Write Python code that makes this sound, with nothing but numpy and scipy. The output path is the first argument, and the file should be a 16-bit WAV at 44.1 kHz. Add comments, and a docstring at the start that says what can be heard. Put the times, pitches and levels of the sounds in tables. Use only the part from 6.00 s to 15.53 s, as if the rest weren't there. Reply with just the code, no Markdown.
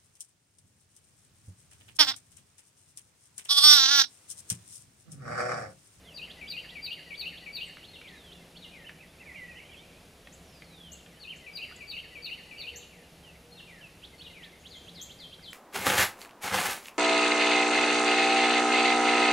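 """A thicket by a dusty clearing, over steady rumble, drone and hiss; trunks and twigs scatter the song.
From 0.1 s a near songbird whistles five sweeping phrases and another answers with upslurs.
From 0.6 s two sparring animals clack horns now and then. Slides, churrs, a warble and thin chips follow.
At 5.2 s the near bird sings five more phrases; faint far hoots join at 6.2 s.
From 8 s the upslurs return, then soft high arches and a hidden bird's downslurs."""
import sys
import numpy as np
from scipy import signal
from scipy.fft import rfft, irfft, next_fast_len
from scipy.io import wavfile
from scipy.ndimage import uniform_filter1d, map_coordinates

SR = 44100
rng = np.random.default_rng(int(sys.argv[2]) if len(sys.argv) > 2 else 0)


def wrap_up_sound(samples):
    """Save the sound to the file named by the first command line argument, as 16-bit audio."""
    columns = np.atleast_2d(samples).T
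    # keep every value between -1 and 1, then stretch to whole-number steps
    tamed = np.clip(columns, -1, 1)
    steps = np.round(tamed * 32767).astype(np.int16)
    wavfile.write(sys.argv[1], SR, steps)


N = 420273

# Note contours: t/s into the note, f/Hz, level/dB
LEAD_SHAPE = [(0, 2060, -4), (.023, 1980, -2), (.048, 1950, -7)]
LOW_SHAPE = [(0, 2785, -4), (.006, 2427, -1.5), (.015, 2345, -1.5), (.028, 2280, -6), (.043, 2310, -18)]
SWEEP_SHAPE = [(0, 4750, -39), (.014, 4750, -10), (.026, 4750, -9), (.035, 4650, -2), (.042, 4470, -4),
               (.047, 4200, -3), (.052, 3800, -5.5), (.057, 3740, -7)]
SCOOP_SHAPE = [(0, 3020, 1), (.009, 2650, -3), (.022, 2500, 4.5), (.035, 2520, -6)]
LIFT_SHAPE = [(0, 3080, -1), (.005, 2700, -8.5), (.012, 2740, -1), (.019, 2880, -5), (.026, 3140, -0.5)]
TAIL_SHAPE = [(0, 2350, 1), (.016, 1900, -1.5), (.034, 1660, -7.5)]
UPSLUR_SHAPE = [(.003, 2400, -11), (.016, 2954, -1), (.028, 3500, 5), (.034, 4150, 0), (.039, 5100, -18)]
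TUT_SHAPE = [(0, 2250, -11), (.014, 2104, 0.5), (.03, 1990, -6)]
CHURR_SHAPE = [(0, 2456, -4), (.015, 2734, -4), (.027, 2953, 3.5), (.04, 2600, -1.5), (.058, 2054, -1.5)]
DOWNSLUR_SHAPE = [(0, 5054, -13), (.018, 4200, -7.5), (.036, 3600, -6.5), (.05, 3355, -7), (.06, 3170, 1),
                  (.072, 3053, -15)]
DROP_SHAPE = [(0, 4453, -18), (.014, 4425, -1), (.032, 4398, -7), (.05, 4250, -35), (.067, 3950, 2.5),
              (.08, 3450, -1.5), (.09, 2910, 4), (.108, 2757, -3)]
SLIDE_SHAPE = [(0, 2645, 0), (.025, 2380, 0), (.05, 2100, 1.5), (.08, 1923, -6), (.125, 1780, -5),
               (.145, 1720, -18)]
CHIP_SHAPE = [(0, 5910, -3.5), (.005, 6770, -2.5), (.011, 7450, -8), (.02, 7970, -8)]
ARCH_SHAPE = [(0, 6250, -1), (.011, 6980, -4), (.024, 7030, -13), (.036, 6900, -8), (.045, 6360, -11)]
# Near bird: t/s, effort/dB, sweep pitch ratio, note spacing ratio
NEAR_PHRASES = [(.131, -3.5, 1, .92), (.471, 0, 1, 1.02), (.814, .5, 0.99, 1), (1.165, 1, 0.97, .98),
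                (1.521, .5, 0.97, .95), (5.188, -6.5, 0.95, 0.91), (5.524, -1, 1.015, .99),
                (5.866, -1, .97, 1.07), (6.213, -0.5, .97, 1.05), (6.57, -1.5, .96, 1.05)]
# Runs of upslurs: start/s, end/s, gap/s, gap growth per call/s
UPSLUR_BOUTS = [(.283, 2.65, .2185, .003), (8.019, 9.42, .2238, 0)]
# Farther birds' calls: t/s, level/dB, pitch ratio
CHURR_CALLS = [(2.845, -47, 1.05), (2.985, -51, 0.9), (3.183, -52, 0.94), (3.55, -49, 1.03),
               (5.28, -40.5, 1.07), (5.597, -42.5, 1.02), (5.92, -43, 1), (6.245, -43.5, 0.99),
               (6.56, -44.5, 1.01)]
DOWNSLUR_CALLS = [(8.7, -41, 1.01), (8.944, -40, 1.02), (9.186, -39, 1), (9.426, -39, 0.99)]
DROP_CALLS = [(1.872, -48, 0.96), (2.558, -47, 0.99), (4.915, -59, 0.95), (6.743, -55, 0.98),
              (7.511, -48.5, 0.96), (8.177, -47, 0.99)]
CHIP_CALLS = [(4.324, -50, 1), (4.917, -42, 1), (5.357, -54.5, 1), (6.757, -39, 0.96), (9.012, -37.5, 0.97)]
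ARCH_CALLS = [(8.599, -60, 1), (8.679, -59, 0.98), (8.756, -58, 1.02), (8.835, -61, 0.95)]
WARBLE_CONTOUR = [(3.345, 2584, -51), (3.363, 2310, -45), (3.373, 2204, -47), (3.391, 2054, -50),
                  (3.443, 1945, -50), (3.547, 1872, -58), (3.609, 2258, -53), (3.615, 2260, -57)]  # one sagging whistle: t/s, f/Hz, level/dB
PLAIN_SLURS = [(0.046, 0.097, 3790, 2565, -51.5), (2.096, 0.32, 4420, 2665, -56),
               (3.255, .075, 2480, 1900, -44.5), (3.355, 0.047, 2860, 2790, -50),
               (3.5, .035, 2620, 2390, -45.5), (3.611, 0.061, 2450, 3220, -55),
               (3.717, 0.049, 3200, 2390, -50), (3.76, 0.046, 3450, 3000, -53),
               (3.818, 0.13, 3050, 2190, -65), (4.439, 0.29, 5930, 4070, -61),
               (4.702, .28, 4060, 2720, -52), (7.234, 0.083, 3240, 2570, -52),
               (7.809, 0.063, 3150, 2465, -47), (1.648, 0.045, 9200, 7300, -56),
               (5.757, 0.013, 8200, 6560, -48.5), (9.502, 0.016, 8400, 7000, -53.5)]  # gliding whistles: t/s, length/s, start f/Hz, end f/Hz, level/dB
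FAR_HOOTS = [(6.166, 0.086, -59, 480.2), (6.575, 0.036, -66, 492), (6.641, 0.22, -60, 478.1),
             (6.96, 0.087, -62.5, 477.5), (7.413, 0.188, -61, 477)]  # low notes: t/s, length/s, level/dB, f/Hz
TWITTER_SPANS = [(0, 9.5, 6, -62), (3.2, 3.8, 26, -56)]  # far birds: start/s, end/s, note rate/Hz, level/dB
# Weighting of the microphone's distortion harmonics: f/Hz, level/dB
DISTORTION_SPECTRUM = [(4000, -44), (8000, -58), (9300, -32), (11500, -34), (13500, -25), (15000, -26)]
TRUNK_ECHOES = [(.0047, -7), (.0093, -4.5), (.0142, -3.5), (.0185, -17), (.0245, -9), (.0315, -24)]  # reflections: delay/s, level/dB
HORN_CLACKS = [(.648, -42, 1734), (1.7698, -38.5, 2283), (2.015, -40, 2300), (2.894, -37.5, 1737),
               (4.272, -38, 1900), (4.6205, -36.5, 2040), (5.0622, -43.5, 3220), (5.7125, -41, 1280),
               (5.7227, -42, 1480), (7.3545, -49, 2197), (7.603, -50, 1798), (9.393, -49, 1537)]  # horn on horn: t/s, level/dB, ring f/Hz
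# Noise spectra of horn crack, open air and microphone hiss: f/Hz, level/dB
CRACK_SPECTRUM = [(400, -27), (800, -13), (1400, 0.5), (2200, 3.5), (3500, -3), (4700, -13), (6000, -21),
                  (15000, -47)]
AIR_SPECTRUM = [(15, -14), (25, -7.5), (60, -3), (120, -5), (200, -4), (320, -6), (550, -6.5), (750, -9.5),
                (1000, -15.5), (1600, -16), (2700, -15), (4500, -19), (8000, -24.5), (15000, -36)]
HISS_SPECTRUM = [(7500, -37), (8600, -28), (9300, 0), (10500, -0.5), (12000, -5.5), (15000, -11.5)]
AIR_COHERENCE = [(170, 1), (300, 1), (550, 1), (1100, 0.77), (3000, 0.69), (5000, 1), (8000, 1)]  # stereo likeness of the air: f/Hz, left-right correlation
DRONE_TONES = [(68.55, 15.7, -66), (101, 11.3, -74), (159.5, 22.7, -65.5), (174.1, 10, -66.5),
               (480.5, 10, -76.5)]  # distant drone: f/Hz, width/Hz, level/dB
DRONE_SWELLS = [(1.301, -60.5, .25), (2.681, -61, 0.27), (4.651, -60.5, .3), (6.897, -62.5, .1),
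                (7.75, -64.5, 0.22), (8.917, -57.5, 0.079)]  # brief rises of the drone: t/s, level/dB, half length/s


def amp(db):
    """Decibels to gain."""
    return 10 ** (np.asarray(db) / 20)


def unit_rms(x):
    """Scale to rms 1."""
    return x / np.sqrt(np.mean(x ** 2) + 1e-20)


def log_interp(points, hz):
    """Read (f/Hz, value) points on a log frequency axis."""
    points_hz, values = np.transpose(points)
    return np.interp(np.log(hz + 1), np.log(points_hz + 1), values)


def filtered(x, response):
    """Apply a frequency response by FFT."""
    n = x.shape[-1]
    padded = next_fast_len(n + 8192)
    return irfft(rfft(x, padded) * response(np.fft.rfftfreq(padded, 1 / SR)), padded)[..., :n]


def shaped_noise(spectrum, n):
    """Noise of a given spectrum, rms 1."""
    return unit_rms(filtered(rng.standard_normal(n), lambda hz: amp(log_interp(spectrum, hz))))


def wobble(rate_hz, n):
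    """Smooth random curve of n samples."""
    knots = rng.standard_normal(int(n * rate_hz / SR) + 4)
    return map_coordinates(knots, [np.arange(n) * rate_hz / SR])


def add(track, start_s, sound):
    """Mix a sound into a track."""
    part = track[..., max(0, round(start_s * SR)):][..., :sound.shape[-1]]
    part += sound[..., :part.shape[-1]]


def panned(x, pan_db):
    """Mono to stereo; positive is left."""
    return x * amp([[pan_db / 2], [-pan_db / 2]])


def whistle(hz, db, distortion_db, waver, loud_db=-32, edge_s=.0021):
    """One whistled note: an unsteady sine, plus faint microphone distortion that grows with level."""
    t = np.arange(len(hz)) / SR
    phase = 2 * np.pi * np.cumsum(hz * (1 + waver * wobble(248.6, len(hz)))) / SR
    order = np.arange(2, 7)[:, None]
    weights = amp(log_interp(DISTORTION_SPECTRUM, order * hz) - 7.5 * (order - 4))
    distortion = np.sum(weights * np.sin(order * phase) * (order * hz < SR / 2), axis=0)
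    tone = np.sin(phase) + amp(distortion_db + 1.1 * (db - loud_db)) * distortion
    return tone * amp(db) * np.clip(np.minimum(t, t[-1] - t) / edge_s, 0, 1)


def sing(shape, calls, distortion_db=0, waver=.004):
    """Whistle one contour at each call's time, level and pitch."""
    s, hz, db = np.transpose(shape)
    t = np.arange(int(s[-1] * SR)) / SR
    glide_hz = uniform_filter1d(np.interp(t, s, hz), size=200, mode="nearest")
    track = np.zeros(N)
    for start_s, call_db, ratio in calls:
        add(track, start_s, whistle(glide_hz * ratio, call_db + np.interp(t, s, db), distortion_db, waver))
    return track


def after(calls, delay_s, gain_db):
    """One follow-up note per call."""
    return [(s + delay_s, db + gain_db, ratio) for s, db, ratio in calls]


def trunks(x, echo_db, pan_db, spread_db):
    """Discrete trunk echoes, panned alternately about pan_db; they beat against each glide."""
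    echoes = np.zeros((2, N))
    for k, (delay_s, db) in enumerate(TRUNK_ECHOES):
        add(echoes, delay_s, panned(amp(db + echo_db) * x, pan_db + spread_db * (-1) ** k))
    return echoes


def thicket(x, twigs_db, twigs_t60_s, wood_db, wood_t60_s, width):
    """Diffuse scatter: a short tail from twigs, a long one from the wood behind."""
    t = np.arange(SR) / SR
    wet = np.zeros((2, N))
    for db, t60_s in ((twigs_db, twigs_t60_s), (wood_db, wood_t60_s)):
        tail = rng.standard_normal((2, SR)) * amp(-60 * t / t60_s) * (1 - np.exp(-t / .0018))
        mid, side = signal.fftconvolve(x[None], tail / np.linalg.norm(tail[0]), axes=1)[:, :N]
        wet += amp(db) * np.array([mid + width * side, mid - width * side])
    return wet


def near_bird(pause_s=1):
    """Sweep, scoop, lift and tail, three times a second; two low notes link the phrases of a run."""
    sweeps = [(s, -31.5 + 1.63 * effort_db, ratio) for s, effort_db, ratio, _ in NEAR_PHRASES]
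    song = sing(SWEEP_SHAPE, sweeps, waver=.0078)
    for shape, delay_s, db in ((SCOOP_SHAPE, .05, -40.5), (LIFT_SHAPE, .093, -29.5),
                               (TAIL_SHAPE, .152, -49)):
        notes = [(s + delay_s * stretch, db + effort_db, 1 + rng.normal(0, .0081))
                 for s, effort_db, _, stretch in NEAR_PHRASES]
        song += sing(shape, notes, waver=.01)
    linked = [now for last, now in zip(NEAR_PHRASES, NEAR_PHRASES[1:]) if now[0] - last[0] < pause_s]
    for shape, ahead_s, db in ((LEAD_SHAPE, .104, -50.5), (LOW_SHAPE, .06, -36.5)):
        notes = [(s - ahead_s, db + 1.7 * effort_db, .985 - .011 * effort_db)  # deeper with effort
                 for s, effort_db, _, _ in linked]
        song += sing(shape, notes)
    echoes = trunks(song, echo_db=-1.5, pan_db=-4.5, spread_db=3)
    scatter = thicket(song, twigs_db=-6, twigs_t60_s=.16, wood_db=-3.5, wood_t60_s=.99, width=.34)
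    return amp(-3.5) * (panned(song, pan_db=8) + echoes + scatter)


def upslurs(first_db=-46.5, fade_per_call_db=.46, first_gap_s=.172):
    """Two fading bouts of rising calls, the first slowing; a soft low note follows each call."""
    calls = []
    for start_s, end_s, gap_s, growth_s in UPSLUR_BOUTS:
        k = np.arange(int((end_s - start_s) / gap_s) + 1)
        times_s = start_s + np.append(0, first_gap_s + gap_s * k + growth_s * k ** 2 / 2)
        calls += [(s, first_db - fade_per_call_db * i, 1) for i, s in enumerate(times_s[times_s < end_s])]
    tuts = after(calls, delay_s=.103, gain_db=-7.5)
    return sing(UPSLUR_SHAPE, calls, distortion_db=7) + sing(TUT_SHAPE, tuts)


def warble(gain_db=4.5):
    """A long whistle that sags and rises again."""
    s, hz, db = np.transpose(WARBLE_CONTOUR)
    t = np.arange(s[0], s[-1], 1 / SR)
    glide_hz = uniform_filter1d(np.interp(t, s, hz), size=300, mode="nearest")
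    track = np.zeros(N)
    add(track, s[0], whistle(glide_hz, np.interp(t, s, db) + gain_db, distortion_db=-2, waver=.0073))
    return track


def answering_birds():
    """Upslurs, churrs, a warble and plain slurs from deeper in the thicket."""
    song = upslurs() + sing(CHURR_SHAPE, CHURR_CALLS) + warble()
    for s, length_s, start_hz, end_hz, db in PLAIN_SLURS:
        progress = np.linspace(0, 1, int(length_s * SR))
        glide_hz = end_hz + (start_hz - end_hz) * (1 - progress) ** 1.4
        swell_db = db - 9 * (2 * progress - 1) ** 2
        add(song, s, whistle(glide_hz, swell_db, distortion_db=-6, waver=.011))
    scatter = thicket(song, twigs_db=-4, twigs_t60_s=.11, wood_db=-6, wood_t60_s=.87, width=.3)
    return amp(-1.5) * (panned(song, pan_db=-4) + scatter)


def hidden_bird():
    """Downslurs, drops and slides behind dense brush, heard mostly as scatter."""
    song = sing(DOWNSLUR_SHAPE, DOWNSLUR_CALLS, waver=.013) + sing(DROP_SHAPE, DROP_CALLS)
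    song += sing(SLIDE_SHAPE, after(DROP_CALLS, delay_s=.162, gain_db=-3), waver=.011)
    echoes = trunks(song, echo_db=-6, pan_db=-3, spread_db=1)
    scatter = thicket(song, twigs_db=-1, twigs_t60_s=.14, wood_db=.5, wood_t60_s=.75, width=.35)
    return amp(-3.5) * (panned(song, pan_db=4) + echoes + scatter)


def small_bird():
    """Thin high chips and a soft run of arched notes, smeared by twigs."""
    song = sing(CHIP_SHAPE, CHIP_CALLS, distortion_db=10) + sing(ARCH_SHAPE, ARCH_CALLS)
    scatter = thicket(song, twigs_db=4.5, twigs_t60_s=.13, wood_db=1, wood_t60_s=.56, width=.16)
    return amp(-2.5) * (panned(song, pan_db=7) + scatter)


def horns(attack_s=.0003, crack_t60_s=.018, ring_t60_s=.028):
    """Horn on horn: a dry crack and a short ring, pitched by where the horns meet."""
    t = np.arange(SR // 6) / SR
    track = np.zeros(N)
    for s, db, ring_hz in HORN_CLACKS:
        crack = shaped_noise(CRACK_SPECTRUM, len(t)) * amp(-60 * t / crack_t60_s)
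        ring = np.sin(2 * np.pi * ring_hz * t) * amp(-60 * t / ring_t60_s)
        add(track, s, amp(db - 3) * (crack + ring) * (1 - np.exp(-t / attack_s)))
    scatter = thicket(track, twigs_db=-7.5, twigs_t60_s=.072, wood_db=-9.5, wood_t60_s=.53, width=.28)
    return track + scatter


def far_hoots(gain_db=3):
    """Soft low notes that swell and die away."""
    track = np.zeros(N)
    for s, length_s, db, hz in FAR_HOOTS:
        progress = np.linspace(0, 1, int(length_s * SR))
        swell_db = db + gain_db - 8 * (2 * progress - 1) ** 2
        add(track, s, whistle(np.full(len(progress), hz), swell_db, distortion_db=-20, waver=.01))
    return track


def twitter(centre_hz=2600, spread=.16, glide=.14, length_s=.06):
    """Short random slurs of far birds, thickest in one flurry."""
    track = np.zeros(N)
    progress = np.linspace(0, 1, int(length_s * SR))
    for start_s, end_s, rate_hz, db in TWITTER_SPANS:
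        for s in np.arange(start_s, end_s, 1 / rate_hz):
            late, pitch, slope, loudness = rng.uniform(-1, 1, 4)
            hz = centre_hz * np.exp(2 * spread * pitch + 2 * glide * slope * (progress - .5))
            swell_db = db + 3 * loudness - 9 * (2 * progress - 1) ** 2
            add(track, s + late / rate_hz / 2, whistle(hz, swell_db, distortion_db=-10, waver=.012))
    scatter = thicket(track, twigs_db=0, twigs_t60_s=.12, wood_db=-3, wood_t60_s=1, width=.42)
    return amp(-3.5) * (panned(track, pan_db=-2) + scatter)


def air_rumble(level_db=-55.5, sway_db=.5, sway_hz=4.3):
    """Open-air noise, bass-heavy, widest at 1-3 kHz."""
    def mid_side_gains(hz):
        angle = np.arccos(np.clip(log_interp(AIR_COHERENCE, hz), -1, 1)) / 2
        return amp(log_interp(AIR_SPECTRUM, hz)) * [np.cos(angle), np.sin(angle)]

    mid, side = filtered(rng.standard_normal((2, N)), mid_side_gains)
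    return unit_rms(np.array([mid + side, mid - side])) * amp(level_db + sway_db * wobble(sway_hz, N))


def drone_tone(centre_hz, width_hz):
    """Narrowband noise heard as a wavering tone, rms 1."""
    noise = rng.standard_normal(N)
    return unit_rms(filtered(noise, lambda hz: 1 / (1 + (2 * (hz - centre_hz) / width_hz) ** 2)))


def drone(sway_db=.4, sway_hz=2.52):
    """Distant low tones, each swaying in level on its own."""
    return sum(amp(db + sway_db * wobble(sway_hz, N)) * drone_tone(hz, width_hz)
               for hz, width_hz, db in DRONE_TONES)


def drone_swells():
    """One pitch of the drone swells and sinks now and then."""
    t = np.arange(N) / SR
    envelope = sum(amp(db) * np.exp(-((t - s) / half_s) ** 2) for s, db, half_s in DRONE_SWELLS)
    return drone_tone(centre_hz=173.8, width_hz=12) * envelope


def microphone_hiss(level_db=-69):
    """Steady noise, strongest near 10 kHz."""
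    return amp(level_db) * shaped_noise(HISS_SPECTRUM, N)


def scene():
    """Birds and horns over the open-air background."""
    birds = near_bird() + answering_birds() + hidden_bird() + small_bird() + far_hoots()
    return birds + horns() + air_rumble() + drone() + microphone_hiss() + drone_swells() + twitter()


def record(dry):
    """Brick-wall low-pass at 15.05 kHz."""
    return filtered(dry, lambda hz: hz < 15050)


dry = scene()
out = record(dry)
wrap_up_sound(out)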